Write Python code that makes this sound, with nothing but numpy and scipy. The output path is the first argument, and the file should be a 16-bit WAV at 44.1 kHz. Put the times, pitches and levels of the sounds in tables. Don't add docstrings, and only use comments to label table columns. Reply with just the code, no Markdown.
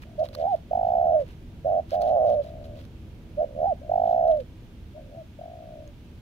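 import sys
import numpy as np
from scipy import signal
from scipy.fft import rfft, irfft, next_fast_len
from scipy.io import wavfile
from scipy.ndimage import uniform_filter1d

SR = 44100
rng = np.random.default_rng(int(sys.argv[2]) if len(sys.argv) > 2 else 0)


def unload_audio(sound):
    columns = np.transpose(np.atleast_2d(sound))
    steps = np.round(np.clip(columns, -1, 1) * 32767)
    wavfile.write(sys.argv[1], SR, steps.astype(np.int16))


N = 273853

# (frequency [Hz], density [dB per Hz])
RUMBLE_SPECTRUM = [(12, -22), (28, -3.5), (39, -1.5), (50, -3.5), (70, -0.5), (105, -3), (150, -7.5),
                   (230, -10.5), (310, -15.5), (390, -18.5), (600, -26), (900, -32.5), (1400, -48),
                   (4000, -96.5)]
# (frequency [Hz], density [dB per Hz])
AIR_SPECTRUM = [(560, -29.5), (950, -1), (1080, -9.5), (1190, -2.5), (1270, -5), (1630, -3), (1760, -6.5),
                (2390, -4), (3240, -4.5), (4930, -12.5), (6300, -14.5), (7690, -20), (15500, -19.5)]
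# (time [s], gain [dB])
SWELL = [(0, -1), (0.7, .5), (2.6, 1.6), (3.8, 1.2), (4.4, 0.4), (5.3, -2.5), (6.2, -1)]
# (frequency [Hz], level [dB])
HUM = [(72, -58.5), (99.5, -59), (245, -62), (326, -63.5)]
# (frequency [Hz], correlation [0-1])
LIKENESS = [(30, .94), (300, .94), (700, .7), (1400, .1), (15000, .1)]
# (frequency [Hz], left over right [dB])
LEAN = [(60, -1.3), (400, 1), (1300, -2.5), (2400, -4.5), (4400, -1), (8100, 1.5), (15000, 1)]

# (centre time [s], level [dB], half length [s], middle pitch of the crackle [Hz])
RUSTLES = [(0.024, -51, 0.029, 2140), (0.2, -57.5, 0.028, 4050), (0.252, -51.5, 0.044, 3600),
           (0.342, -52, 0.029, 3830), (0.4, -57, 0.087, 3600), (0.52, -63.5, 0.16, 3160),
           (0.87, -65.5, .12, 3600), (1.21, -57.5, 0.046, 2370), (1.3, -60, 0.11, 2500),
           (1.93, -51, 0.084, 3700), (2.02, -51.5, .03, 3700), (2.08, -55.5, 0.11, 3580),
           (2.3, -58, 0.13, 3900), (2.46, -61.5, 0.13, 3680), (2.65, -59.5, 0.042, 3900),
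           (2.8, -59, 0.12, 3760), (4.1, -61, 0.13, 3600), (4.315, -55.5, .03, 3400),
           (4.403, -56, 0.019, 3430)]
# (time [s], level [dB])
SNAPS = [(0.288, -39), (0.350, -29.5), (0.353, -35), (0.561, -44), (1.907, -36.5), (1.945, -39),
         (2.019, -34.5), (2.022, -40), (2.296, -44), (2.852, -43), (4.278, -41), (4.372, -47), (5.876, -50)]
# (frequency [Hz], density [dB per Hz])
LEAF_SPECTRUM = [(300, -26.5), (1000, 6.5), (2400, 0), (3900, 1), (5300, -3), (8000, -11.5), (12000, -10.5),
                 (16000, -9)]
# (frequency [Hz], density [dB per Hz])
SNAP_SPECTRUM = [(300, -28), (1200, 6), (2800, -8.5), (4300, 4), (7500, -17), (11000, -9), (16000, -14.5)]

# (frequency [Hz], gain [dB])
THROAT = [(250, -31), (400, -3), (500, 1), (600, 0), (815, -1), (900, -7.5), (1050, 0.5), (1500, -4),
          (2500, -27)]
# (frequency [Hz], density [dB per Hz])
RASP_SPECTRUM = [(500, -20), (950, -1.5), (1450, -4.5), (1900, -14), (3000, -32.5)]

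# (bird, start [s], length [s], level [dB], pitch [Hz], pulse rate [1/s], pulse depth [0-1])
PURRS = [("far", 0.045, .13, -58.5, 660, 49, .9), ("near", 1.6445, .168, -23.3, 660, 94, .86),
         ("far", 3.81, .092, -44.5, 640, 62, .95)]
PURR_ATTACK_S, PURR_RELEASE_S = .012, .014

# (bird, start [s], time until the fade [s], peak level [dB], fade [dB/s],
# flutter level [dB], peak pitch [Hz], starting pulse rate [1/s])
OPENERS = [("near", 0.176, .054, -21.8, 560, -50, 658, 88),
           ("near", 3.367, .08, -22.8, 2400, -47.5, 645, 93),
           ("far", 4.936, .054, -43.3, 170, -55, 640, 84)]
OPENER_S, OPENER_ATTACK_S, OPENER_PEAK_S, OPENER_ARCH_S = .168, .018, .044, .028
OPENER_ARCH_SHARE, OPENER_ARCH_DB = .12, 4.5
OPENER_SLOWING_PER_S2, OPENER_SLOWEST_PER_S, OPENER_DEEPEN_S = 290, 58, .058

# (bird, start [s], climb [s], whistle [s],
# pulse rate [1/s], level at the break [dB], at the top [dB], at the end [dB],
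# pitch at the break [Hz], at the top [Hz], at the end [Hz])
RISERS = [("near", 0.343, .132, .082, 75.5, -22.7, -26, -14.5, 718, 815, 590),
          ("near", 3.5325, .131, .073, 75, -21.8, -24.5, -20, 700, 797, 530),
          ("far", 5.074, .102, .055, 84, -44, -40.5, -47, 655, 662, 590)]
RISER_FROM_HZ, RISER_BELOW_BREAK_DB, RISER_EASE_POWER = 535, -30, 2.3
RISER_DEPTH, BREAK_S, WHISTLE_CURVE_POWER, WHISTLE_RELEASE_S = 1, .005, 2.7, .012

# (bird, start [s], length [s], release [s], level [dB], swell [dB],
# pitch [Hz], final drop [share], pulse rate at first [1/s], rate it tends to [1/s],
# time scale of quickening [s], pulse depth [0-1], time until the pulses melt [s], lift as they melt [dB])
TRILLS = [("near", 0.705, .542, .08, -24.2, 2.3, 714, .225, 48.9, 126, .56, 1, .437, 3.6),
          ("near", 1.915, .509, .028, -24.4, 3.5, 668, .06, 78.7, 121, .09, .86, .443, -4),
          ("far", 2.4234, .44, .13, -42.2, -4.5, 632, .01, 52.5, 76.6, .17, 1, .4, 0),
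          ("near", 3.888, .543, .115, -23.8, 2.7, 704, .245, 47.6, 114, .577, 1, .402, 2.7),
          ("far", 5.381, .54, .12, -43, -2.5, 662, .06, 41.6, 60.6, .139, 1, .48, 0)]
TRILL_ATTACK_S, TRILL_SWELL_PEAK_SHARE = .017, .5
TRILL_SAG_SHARE, TRILL_DROP_S = .1, .047
TRILL_SHALLOWING_SHARE, MELT_S, MELT_DEPTH_SHARE, LIFT_S = .27, .008, .38, .034

SCOOP_SHARE, SCOOP_S = .16, .018
EDGE_HZ = 15700


def gain_of(db):
    return 10 ** (np.asarray(db) / 20)


def evened(x):
    return x / np.sqrt(np.mean(np.abs(x) ** 2) + 1e-20)


def read(points, hz):
    f, value = np.transpose(points)
    return np.interp(np.log(hz + 1), np.log(f + 1), value)


def add(mix, start_s, sound):
    part = mix[:, max(round(start_s * SR), 0):][:, :sound.shape[1]]
    part += sound[:, :part.shape[1]]


def wander(hz, size=N):
    place = np.arange(size) * 2 * hz / SR
    knots = rng.standard_normal(int(place[-1]) + 2)
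    return np.sqrt(3 / 2) * np.interp(place, np.arange(len(knots)), knots)


def filtered(x, spectrum):
    size = next_fast_len(N, True)
    gains = gain_of(read(spectrum, np.fft.rfftfreq(size, 1 / SR)))
    return irfft(rfft(x, size) * gains, size)[:, :N]


def coloured(pair, spectrum, likeness, lead_s=0):
    size = next_fast_len(N, True)
    hz = np.fft.rfftfreq(size, 1 / SR)
    a, b = rfft(pair, size)
    same = np.clip(read(likeness, hz), -1, 1)
    lean = gain_of(read(LEAN, hz) / 2)
    right = (same * a + np.sqrt(1 - same ** 2) * b) * np.exp(-2j * np.pi * hz * lead_s)
    colour = evened(gain_of(read(spectrum, hz)))
    return irfft(np.array([a * lean, right / lean]) * colour, size)[:, :N]


def background(rumble_db=-44, air_db=-62.5, waver_hz=2.0, waver_db=4.0):
    t = np.arange(N) / SR
    rumble = gain_of(rumble_db) * coloured(rng.standard_normal((2, N)), RUMBLE_SPECTRUM, LIKENESS)
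    hum = np.zeros(N)
    for hz, db in HUM:
        turns = np.cumsum(hz + waver_hz * wander(4)) / SR
        hum += gain_of(db + waver_db * wander(9)) * np.sin(2 * np.pi * turns)
    air = gain_of(air_db) * coloured(rng.standard_normal((2, N)), AIR_SPECTRUM, LIKENESS)
    swell = gain_of(np.interp(t, *np.transpose(SWELL)))
    return (rumble + hum) * swell + air


def crackle(half_s, hz, per_s, spread, ring_s, grain_db):
    count = int(per_s * half_s) + 3
    when, pitch, size, sign = rng.standard_normal((count, 4)).T
    t = np.arange(200) / SR
    pitch_hz = hz * np.exp(spread * pitch)[:, None]
    rings = np.sin(2 * np.pi * pitch_hz * t) * np.exp(-t / ring_s)
    rings *= gain_of(grain_db * np.minimum(size, 2))[:, None] * np.sign(sign)[:, None]
    starts = ((1 + np.tanh(when / 2) / 2) * half_s * SR).astype(int)
    sound = np.bincount((starts[:, None] + np.arange(len(t))).ravel(), rings.ravel())
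    return sound * np.sqrt(half_s * SR / np.sum(sound ** 2))


def leaves(fizz_db=-2, crackle_db=-9, snap_decay_s=.0011, snap_db=-2, grain_db=4.5, grains_per_s=1100):
    power, bursts = np.zeros((2, 1, N))
    cracks = np.zeros((2, N))
    for centre_s, db, half_s, hz in RUSTLES:
        hump = np.hanning(int(2 * half_s * SR))[None] ** 4
        add(power, centre_s - half_s, gain_of(db + fizz_db) ** 2 * hump)
        for side in np.eye(2):
            clump = crackle(half_s, hz, per_s=220, spread=.22, ring_s=.0006, grain_db=4)
            add(cracks, centre_s - half_s, gain_of(db + crackle_db) * side[:, None] * clump)
    decay = np.exp(-np.arange(SR // 50)[None] / SR / snap_decay_s)
    for start_s, db in SNAPS:
        add(bursts, start_s, gain_of(db + snap_db) * decay)
    sizes = gain_of(grain_db * np.minimum(rng.exponential(1, (2, N)), 4))
    present = rng.random((2, N)) < grains_per_s / SR
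    fizz = evened(sizes * rng.choice([-1, 1], (2, N)) * present)
    likeness, lead_s = [(1000, .5)], .00031
    rustle = coloured(fizz * np.sqrt(power) + cracks, LEAF_SPECTRUM, likeness, lead_s)
    snaps = coloured(bursts * rng.standard_normal((2, N)), SNAP_SPECTRUM, likeness, lead_s)
    return rustle + snaps


def envelope(t, attack_s, release_s):
    return np.minimum(t / attack_s, 1) * np.minimum((t[-1] - t) / release_s, 1)


def scoop(t):
    return 1 - SCOOP_SHARE * np.exp(-(t / SCOOP_S) ** 2)


def purr(length_s, db, hz, rate_per_s, depth):
    t = np.arange(0, length_s, 1 / SR)
    level = gain_of(db) * envelope(t, PURR_ATTACK_S, PURR_RELEASE_S)
    return t, level, hz * scoop(t), np.full(len(t), rate_per_s), np.full(len(t), depth)


def opener(hold_s, db, fade_db_per_s, flutter_db, hz, rate_per_s):
    t = np.arange(0, OPENER_S, 1 / SR)
    off_peak = 1 - np.exp(-((t - OPENER_PEAK_S) / OPENER_ARCH_S) ** 2)
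    fade_db = fade_db_per_s * np.maximum(t - hold_s, 0)
    level_db = np.maximum(db - OPENER_ARCH_DB * off_peak - fade_db, flutter_db)
    level = np.minimum(t / OPENER_ATTACK_S, 1) ** 1.5 * gain_of(level_db)
    pitch_hz = hz * (1 - OPENER_ARCH_SHARE * off_peak)
    pulses_per_s = np.maximum(rate_per_s - OPENER_SLOWING_PER_S2 * t, OPENER_SLOWEST_PER_S)
    return t, level, pitch_hz, pulses_per_s, (t / OPENER_DEEPEN_S) ** 2


def riser(climb_s, whistle_s, rate_per_s, break_db, top_db, end_db, break_hz, top_hz, end_hz):
    t = np.arange(0, climb_s + whistle_s, 1 / SR)
    to_go = np.maximum(1 - t / climb_s, 0)
    fall = np.maximum((t - climb_s) / whistle_s, 0) ** WHISTLE_CURVE_POWER
    clear = .5 + .5 * np.tanh((t - climb_s) / BREAK_S)
    climb_db = break_db + RISER_BELOW_BREAK_DB * to_go ** RISER_EASE_POWER
    whistle_db = top_db + (end_db - top_db) * fall
    climb_hz = break_hz + (RISER_FROM_HZ - break_hz) * to_go
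    whistle_hz = top_hz + (end_hz - top_hz) * fall
    level = gain_of((1 - clear) * climb_db + clear * whistle_db)
    level *= np.minimum((t[-1] - t) / WHISTLE_RELEASE_S, 1)
    pitch_hz = (1 - clear) * climb_hz + clear * whistle_hz
    return t, level, pitch_hz, np.full(len(t), rate_per_s), RISER_DEPTH * (1 - clear)


def trill(length_s, release_s, db, swell_db, hz, drop, first_per_s, last_per_s, quicken_s,
          depth, melt_at_s, lift_db):
    t = np.arange(0, length_s, 1 / SR)
    spent = t / length_s
    melted = .5 + .5 * np.tanh((t - melt_at_s) / MELT_S)
    swell = swell_db * np.minimum(spent / TRILL_SWELL_PEAK_SHARE, 1) ** 1.5
    lift = lift_db * np.exp(-((t - melt_at_s) / LIFT_S - .5) ** 2)
    level = envelope(t, TRILL_ATTACK_S, release_s) * gain_of(db + swell + lift)
    final_drop = drop * np.exp((t - length_s) / TRILL_DROP_S)
    pitch_hz = hz * (scoop(t) - TRILL_SAG_SHARE * spent ** 2 - final_drop)
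    pulses_per_s = last_per_s + (first_per_s - last_per_s) * np.exp(-(t / quicken_s) ** 2)
    shallowing = 1 - TRILL_SHALLOWING_SHARE * spent ** 2
    return t, level, pitch_hz, pulses_per_s, depth * shallowing * (1 - melted * (1 - MELT_DEPTH_SHARE))


def song(bird):
    notes = []
    for shape, table in [(purr, PURRS), (opener, OPENERS), (riser, RISERS), (trill, TRILLS)]:
        notes += [(start_s, shape(*row)) for who, start_s, *row in table if who == bird]
    return notes


def coo(note, open_s, duty, bend, rise, slip, jitter, uneven_db, overtone_db, flutter):
    t, level, hz, rate_per_s, depth = note
    depth = np.clip(depth, 0, 1)
    rate_per_s = np.maximum(rate_per_s, 20)
    unevenness = jitter * (rate_per_s / 100) ** 2 * wander(25, len(t))
    beats = np.maximum(np.cumsum(rate_per_s) / SR + unevenness, 0)
    width = np.minimum(open_s * rate_per_s, duty)
    place = (beats % 1 - .5) / width
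    shut = np.exp(-(.5 / width) ** 2)
    gate = (np.exp(-place ** 2) - shut) / (1 - shut)
    arch = bend * (gate - .75) + rise * depth ** 2 * np.tanh(place)
    turns = np.cumsum(hz * (1 + depth * arch + flutter * wander(200, len(t)))) / SR
    pulse = np.arange(120)
    slips = slip * rng.uniform(-1.2, 1, len(pulse)) * np.interp(pulse - 1, beats, depth)
    steps = np.exp(2j * np.pi * np.cumsum(slips))
    before = (beats + .5).astype(int)
    handover = .5 + .5 * np.tanh(7 * ((beats + .5) % 1 - .5))
    phase = steps[before] * (1 - handover) + steps[before + 1] * handover
    swing = (1 - depth + depth * gate) * phase
    swing /= np.sqrt(uniform_filter1d(abs(swing) ** 2, size=1800))
    tone = swing * gain_of(uneven_db * wander(45, len(t))) * np.exp(2j * np.pi * turns)
    fade = np.clip(np.minimum(t, t[-1] - t) / .0035, 0, 1)
    return np.sqrt(2) * level * fade * (tone + gain_of(overtone_db) * tone ** 2)


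def at_microphones(tone, lean_db, lead_rad):
    side = gain_of(lean_db / 2) * np.exp(.5j * lead_rad)
    pair = np.array([[side], [1 / side]])
    return (pair / abs(pair.mean()) * tone).real


def yard(x, echo_s, echo_db, scatter_db, t60_s):
    t = np.arange(SR // 2) / SR
    taps = rng.standard_normal((2, len(t))) * gain_of(-60 * t / t60_s) * (t > .012)
    taps *= gain_of(scatter_db) / np.linalg.norm(taps[0])
    delayed = np.array([np.interp(np.arange(N) - echo_s * SR, np.arange(N), c) for c in x])
    scatter = signal.fftconvolve(x, taps, axes=1)[:, :N]
    return x + gain_of(echo_db) * delayed + scatter


def far_dove():
    out = np.zeros((2, N))
    valve = dict(open_s=.0052, duty=.4, bend=.16, rise=.01, slip=.5, jitter=.11, uneven_db=.7, flutter=.014)
    for start_s, note in song("far"):
        tone = coo(note, overtone_db=-44.5, **valve)
        add(out, start_s, at_microphones(tone, lean_db=2.2, lead_rad=1.0))
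    return yard(filtered(out, THROAT), echo_s=.007, echo_db=-22, scatter_db=-16, t60_s=.3)


def near_dove(rasp_db=-45):
    out = np.zeros((2, N))
    valve = dict(open_s=.0042, duty=.4, bend=.13, rise=.08, slip=.5, jitter=.095, uneven_db=.6, flutter=.009)
    for start_s, note in song("near"):
        tone = coo(note, overtone_db=-49, **valve)
        add(out, start_s, at_microphones(tone, lean_db=-4.5, lead_rad=1.05))
    amplitude = np.sqrt(np.abs(uniform_filter1d(out ** 2, size=130)))
    breath = amplitude * rng.standard_normal((2, N))
    rasp = gain_of(rasp_db) * coloured(breath, RASP_SPECTRUM, LIKENESS)
    return yard(filtered(out, THROAT) + rasp, echo_s=.0105, echo_db=-22, scatter_db=-27, t60_s=.25)


def pip(centre_s=5.877, hz=6500, db=-50, width_s=.0009):
    t = np.arange(N) / SR - centre_s
    return gain_of(db) * np.exp(-(t / width_s) ** 2) * np.sin(2 * np.pi * hz * t)


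def scene():
    return background() + leaves() + far_dove() + near_dove() + pip()


def record(dry):
    lowpass = signal.firwin(511, EDGE_HZ, window=("kaiser", 9), fs=SR)
    return signal.oaconvolve(dry, lowpass[None], "same")


dry = scene()
out = record(dry)
unload_audio(out)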